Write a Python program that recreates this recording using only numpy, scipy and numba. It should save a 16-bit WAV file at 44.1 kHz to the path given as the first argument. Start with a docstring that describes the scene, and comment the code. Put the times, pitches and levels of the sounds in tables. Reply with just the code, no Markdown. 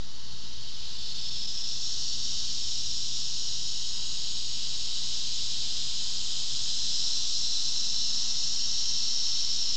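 """Cicadas sing in the trees round a grassy yard on a summer evening, heard by a small hand-held camera.
Low machine hum and far traffic last throughout. A far chorus, noise in slices of pitch, swells over the first
seconds as one near male and then a second join; brief regular dips cut their singing and an engine throbs past.
A third male starts after six seconds and sings on to the end. Each near male is a train of tymbal strokes:
every stroke buckles a row of ribs, whose clicks ring the hollow abdomen, and leaves scatter the sound."""
import sys
import numpy as np
from scipy import signal
from scipy.fft import rfft, irfft
from scipy.io import wavfile
from scipy.ndimage import uniform_filter1d
from numba import njit

SR = 44100
rng = np.random.default_rng(int(sys.argv[2]) if len(sys.argv) > 2 else 0)


def dump(signal):
    """Clip the signal to [-1, 1] and save it as 16-bit WAV at the path in sys.argv[1]."""
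    limited = np.clip(np.atleast_2d(signal).T, -1, 1)
    pcm = np.round(limited * 32767).astype(np.int16)
    wavfile.write(sys.argv[1], SR, pcm)


N = 430416

# Drones of the machine. Each row: centre in Hz, width of each band in Hz, level in dB before the slow fade.
HUM_DRONES = [(58.3, 5, -58), (121, 13, -59.5), (163.6, 18, -63.5), (237.8, 11, -67.5), (923, 6, -81)]
TONE_HZ, TONE_DB = 221.7, -66.5  # mean pitch and level of the steadier tone
HUM_FADE_DB = 1.5  # total fall

# Levels of the far road. Each row: time in seconds, mean rumble in dB, mean tyre hiss in dB.
ROAD_LEVELS = [(0, -56, -59), (1.5, -54.5, -59), (2.5, -54, -60), (4.3, -54.5, -59.5), (6.0, -55.5, -57.5),
               (7.5, -56, -57), (9.76, -57.5, -57)]
# Spectrum of the engine rumble. Each row: frequency in Hz, relative density in dB per Hz.
RUMBLE_SPECTRUM = [(12, -29.5), (20, -17), (25, -19), (32, -21.5), (118, -24.5), (192, -35), (228, -35.5),
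                   (270, -33.5), (600, -45), (780, -80.5), (1320, -120)]
# Spectrum of the tyre hiss. Each row: frequency in Hz, relative density in dB per Hz.
HISS_SPECTRUM = [(210, -21.5), (350, -6.5), (541, -6.5), (942, -2.5), (1970, -6), (2350, -14), (2600, -15),
                 (3380, -33), (5720, -120)]
# The heavier engine: time of its peak, level there, fall in dB per s squared, pitch there, climb in Hz per s.
ENGINE_S, ENGINE_DB, ENGINE_FADE_DB, ENGINE_HZ, ENGINE_CLIMB_HZ = 2.68, -52, 28.5, 74.6, 6

# Course of the far chorus. Each row: time in seconds, level in dB before its share, brightness in dB per octave.
CHORUS_COURSE = [(0.0, -42, -3.5), (0.57, -38.5, -3.5), (1.22, -33.5, -2.5), (1.55, -33, -1.5),
                 (1.95, -31, 2), (2.47, -30.5, 2), (3.97, -33, 1), (5.38, -29, 0.5), (6.25, -30, 1.5),
                 (6.96, -27.5, 2), (9.43, -28, 0.5), (9.76, -28.5, 0.5)]
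CHORUS_SHARE_DB = -4.5
# Spectrum of the chorus before brightening. Each row: frequency in Hz, relative density in dB per Hz.
CHORUS_SPECTRUM = [(1180, -51.5), (2000, -32), (2240, -24), (2440, -23.5), (2630, -16.5), (2930, -9),
                   (3240, -7.5), (3340, -6.5), (3810, -1.5), (4340, -3), (5010, -1.5), (5680, -5),
                   (7290, -12), (8900, -33), (11600, -69), (19600, -120)]

# Clearest narrow bands that stand out or drop away. Each row: start in seconds, length in seconds,
# starting centre in Hz, glide in Hz per second, width in Hz, greatest change in dB.
CLEAR_STRANDS = [(.2, 1.3, 4660, 10, 140, -9), (.9, .6, 4460, -20, 45, 12), (.1, .9, 4450, 0, 70, 5),
                 (1.1, .9, 5220, 300, 110, 5), (.9, .55, 3600, -20, 70, 6), (1.3, .45, 5050, 150, 80, 5),
                 (1.6, .9, 4420, 150, 90, 4), (3.6, 1.5, 6660, -40, 100, 2), (4.2, .9, 6150, 0, 120, -7),
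                 (5.3, 2.4, 3120, 0, 80, 5), (.3, 1.3, 3000, 30, 120, 4), (6.4, 2, 4090, -40, 80, 6),
                 (6.6, .6, 5050, 400, 110, 5), (6.9, .8, 5500, -50, 90, 3), (7.0, 3.4, 3400, 0, 60, -6),
                 (7.2, 3.2, 4820, 0, 300, -5), (7.3, 1.4, 5430, -130, 100, 6),
                 (8.3, 1.9, 5540, -100, 100, 6), (8.4, 1.8, 6120, 0, 90, 4), (8.5, 1.7, 5150, -15, 110, 5),
                 (8.7, 1.5, 4090, 0, 70, 5)]
# Fainter strands placed by chance: count, mean length, greatest glide per s, width, change, range of centres.
FAINT_COUNT, FAINT_S, FAINT_GLIDE_HZ, FAINT_WIDTH_HZ = 24, 1.1, 40, 81
FAINT_DB, FAINT_BAND_HZ = 1.5, (2800, 6800)
# Regular dips: centre of one dip, spacing, half length; depth limit, time of greatest depth, spread either side.
CATCH_S, CATCH_EVERY_S, CATCH_HALF_S = .976, .1635, .009
CATCH_DB, CATCH_DEEPEST_S, CATCH_SPREAD_S = -6.5, 1.36, .42

# Resonances of each abdomen. 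Each row: centre in Hz before tuning, nominal width in Hz before the
# two passes scale it, relative gain in dB.
FIRST_ABDOMEN = [(2990, 230, -14), (3680, 440, -5.5), (4350, 290, -12.5), (5340, 480, 3), (6100, 1400, -19),
                 (6770, 300, -6)]
SECOND_ABDOMEN = [(3030, 474, -3), (3963, 430, 4.5), (5150, 600, 0), (5560, 500, -13), (6660, 380, 0.5),
                  (7920, 500, -13)]
THIRD_ABDOMEN = [(2920, 160, -16.5), (3743, 140, -16), (4050, 260, 5.5), (4490, 130, -20.5),
                 (5040, 160, -13.5), (5387, 510, 10), (5750, 310, -10), (6900, 200, -21)]
# Songs of the near males. Each row: start in seconds, swell in seconds, hold in seconds, fade in seconds,
# strokes per second at full effort before tiring, share of strokes lost at no effort, level in dB at the start
# before effort scales it, growth in dB per second, share by which the tuning sags at no effort.
NEAR_SONGS = [(.4, 2.3, .3, 1.7, 232, .11, -36.5, 0, .11), (1.2, 3.2, 1.9, 1.4, 189, 0, -39, 0, .03),
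              (6.1, 1.2, 3, 1, 213, 0, -39, 1, .08)]
TIRING_PER_S2 = 1.1  # strokes per s lost in each second of song
# Tuning factor at full effort; powers of effort for gain and of slackness for sag.
FULL_TUNING, LOUDNESS_POWER, SAG_POWER = 1.0095, 0.73, 2.5

OFFSET, TOP_HZ = -.062, 9130  # converter's constant offset in full scale; edge of its steep low-pass


def undb(db):
    """Logarithmic level: amplitude gain is ten to the power dB / 20."""
    return 10 ** (np.asarray(db) / 20)


def unit(x):
    """Power normalisation: scale to rms 1."""
    return x / np.sqrt(np.mean(x ** 2))


def curves(table):
    """Linear interpolation: columns against time become sample-rate curves."""
    s, *columns = np.transpose(table)
    return [np.interp(np.arange(N) / SR, s, c) for c in columns]


@njit
def svf(x, hz, width):
    """Resonance: a state-variable band-pass with a movable centre, gain 1 there."""
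    y, band, low = np.empty(len(x)), 0., 0.
    for i in range(len(x)):
        g, k = np.tan(np.pi * hz[i] / SR), width / hz[i]
        v = (band + g * (x[i] - low)) / (1 + g * (g + k))
        band, low, y[i] = 2 * v - band, low + 2 * g * v, k * v
    return y


def walk(rate):
    """Slow random modulation: levels held 1 / rate s, smoothed twice, spread near 1."""
    hold = int(SR / rate)
    steps = np.repeat(rng.standard_normal(N // hold + 1), hold)
    return 1.25 * uniform_filter1d(uniform_filter1d(steps, hold), hold)[:N]


def coloured(points):
    """Spectral shaping: white noise weighted by (Hz, dB) points, at rms 1."""
    hz, db = np.transpose(points)
    bins = np.arange(1, N // 2 + 2) * SR / N
    weight = undb(np.interp(np.log(bins), np.log(hz), db, -200, -200))
    return unit(irfft(rfft(rng.standard_normal(N)) * weight, N))


def leaves(x, t60, wet_db):
    """Diffuse scattering: direct sound plus short decaying tails, two mixed in turn as the camera turns."""
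    t = np.arange(SR // 8) / SR
    # amplitude falls 60 dB in t60 seconds
    tails = rng.standard_normal((2, len(t))) * np.exp(-np.log(1000) * t / t60)
    a, b = (signal.oaconvolve(x, tail / np.sqrt(np.sum(tail ** 2)))[:N] for tail in tails)
    turn = np.cumsum(2.39 + 1.44 * walk(1.213)) / SR  # radians
    scattered = a * np.cos(turn) + b * np.sin(turn)
    return (x + undb(wet_db) * scattered) / np.sqrt(1 + undb(2 * wet_db))


def hum():
    """Narrow-band noise and a wavering sine: low drones and one steadier machine tone, sinking slowly."""
    drones = 0
    for hz, width, db in HUM_DRONES:
        drone = svf(rng.standard_normal(N), np.full(N, 1. * hz), 1. * width)
        drones = drones + undb(db) * unit(drone)
    phase = 2 * np.pi * np.cumsum(TONE_HZ + 1.2 * walk(6)) / SR
    tone = np.sqrt(2) * undb(TONE_DB + 2.9 * walk(4)) * np.sin(phase)
    fade = undb(np.linspace(HUM_FADE_DB / 2, -HUM_FADE_DB / 2, N))
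    return fade * (drones + tone)


def traffic():
    """Superposed noise bands: far rumble and tyre hiss, plus the resonant throb of a passing engine."""
    rumble_db, hiss_db = curves(ROAD_LEVELS)
    t = np.arange(N) / SR - ENGINE_S
    engine_hz = ENGINE_HZ + ENGINE_CLIMB_HZ * np.clip(t, -1, 1)
    throb = svf(svf(rng.standard_normal(N), engine_hz, 45.), engine_hz, 45.)
    engine = unit(throb) * undb(ENGINE_DB - ENGINE_FADE_DB * t ** 2)
    rumble = coloured(RUMBLE_SPECTRUM) * undb(rumble_db + 1.2 * walk(4.1))
    hiss = coloured(HISS_SPECTRUM) * undb(hiss_db + .6 * walk(7.3))
    return rumble + hiss + engine


def chorus():
    """Incoherent addition: countless males blur into a hiss whose slices of pitch swell independently."""
    db, bright = curves(CHORUS_COURSE)
    spectrum, out = rfft(coloured(CHORUS_SPECTRUM)), 0
    octave = np.log2(np.arange(1, N // 2 + 2) * SR / N / 4500)  # octaves from 4500 Hz
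    for centre in np.arange(-1.35, 1.1, .15):
        # neighbouring triangles overlap and add up to 1
        share = np.clip(1 - np.abs(octave - centre) / .15, 0, 1)
        out = out + irfft(spectrum * share, N) * undb(bright * centre + 0.4 * walk(1.4))
    return leaves(out * undb(db + CHORUS_SHARE_DB), t60=.12, wet_db=-7)


def strands(x):
    """Time-varying equalisation: narrow gliding bands rise or sink, each fading in and out."""
    when, long, pitch, glide, lift = rng.random((FAINT_COUNT, 5)).T
    low, high = FAINT_BAND_HZ
    faint = zip(
        when * (N / SR - FAINT_S),
        FAINT_S * (.5 + long),
        low + (high - low) * pitch,
        FAINT_GLIDE_HZ * (2 * glide - 1),
        np.full(FAINT_COUNT, FAINT_WIDTH_HZ),
        FAINT_DB * np.sign(lift - .3))  # more rise than sink
    out = x.copy()
    for start, length, start_hz, glide_hz, width, db in [*CLEAR_STRANDS, *faint]:
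        span = slice(int(start * SR), int((start + length) * SR))
        part = x[span]
        band = svf(part, start_hz + glide_hz * np.arange(len(part)) / SR, 1. * width)
        fade = signal.windows.tukey(int(length * SR) + 2, .4)[:len(part)]
        out[span] += (undb(db) - 1) * fade * band
    return out


def catches():
    """Periodic amplitude modulation: gain of short dips at a steady beat, deepening and then dying away."""
    t = np.arange(N) / SR
    off = (t - CATCH_S + CATCH_EVERY_S / 2) % CATCH_EVERY_S - CATCH_EVERY_S / 2
    dip = np.cos(np.pi / 2 * np.clip(off / CATCH_HALF_S, -1, 1)) ** 2
    depth = np.exp(-((t - CATCH_DEEPEST_S) / CATCH_SPREAD_S) ** 2)
    return undb(CATCH_DB * dip * depth)


def song(start, swell, hold, fade, rate, lost, db, growth_db, sag):
    """Common control: muscular effort sets loudness, stroke rate and the tension of the abdomen."""
    t = np.arange(N) / SR - start
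    ramp = np.minimum(t / swell, (swell + hold + fade - t) / fade)
    effort = np.sin(np.pi / 2 * np.clip(ramp, 0, 1)) ** 2
    strokes = (rate - TIRING_PER_S2 * np.clip(t, 0, None)) * (1 - lost * (1 - effort))
    gain = undb(db + growth_db * t) * effort ** LOUDNESS_POWER
    tuning = FULL_TUNING - sag * (1 - effort) ** SAG_POWER
    return strokes, gain, tuning


def cicada(row, body, burst, t60, wet_db):
    """Forced resonance: each stroke is a fading burst of rib clicks of random sign that rings the abdomen."""
    rate, gain, tuning = song(*row)
    phase = np.cumsum(rate * (1 + 0.004 * walk(30))) / SR % 1  # fraction of a stroke
    envelope = (1 - np.exp(-phase / 0.03)) * np.exp(-phase / burst)
    ribs = np.sign(rng.standard_normal(N)) * envelope
    on = gain > 0
    ring = np.zeros(N)
    for k, (hz, width, mode_db) in enumerate(body):
        # each resonance is applied twice, which keeps the band edges steep
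        once = svf(ribs[on], hz * tuning[on], 1.2 * width)
        twice = svf(once, hz * tuning[on], 1.76 * width)
        ring[on] += (-1) ** k * undb(mode_db) * twice  # adjacent modes in opposite phase
    ring *= gain / np.sqrt(np.mean(ring[on] ** 2))
    return leaves(ring, t60, wet_db)


def scene():
    """Linear superposition: all sources add at the single microphone."""
    bodies = FIRST_ABDOMEN, SECOND_ABDOMEN, THIRD_ABDOMEN
    near = sum(cicada(row, body, burst=.45, t60=.1, wet_db=-8) for row, body in zip(NEAR_SONGS, bodies))
    singing = strands(near + chorus()) * catches()
    return (singing + traffic() + hum())[None]


def record(dry):
    """Band limiting: the camera's converter sits off centre and rolls off the top."""
    soft = signal.sosfilt(signal.butter(14, 8500, fs=SR, output="sos"), dry)
    return signal.sosfilt(signal.ellip(13, .2, 60, TOP_HZ, fs=SR, output="sos"), soft + OFFSET)


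dry = scene()
out = record(dry)
dump(out)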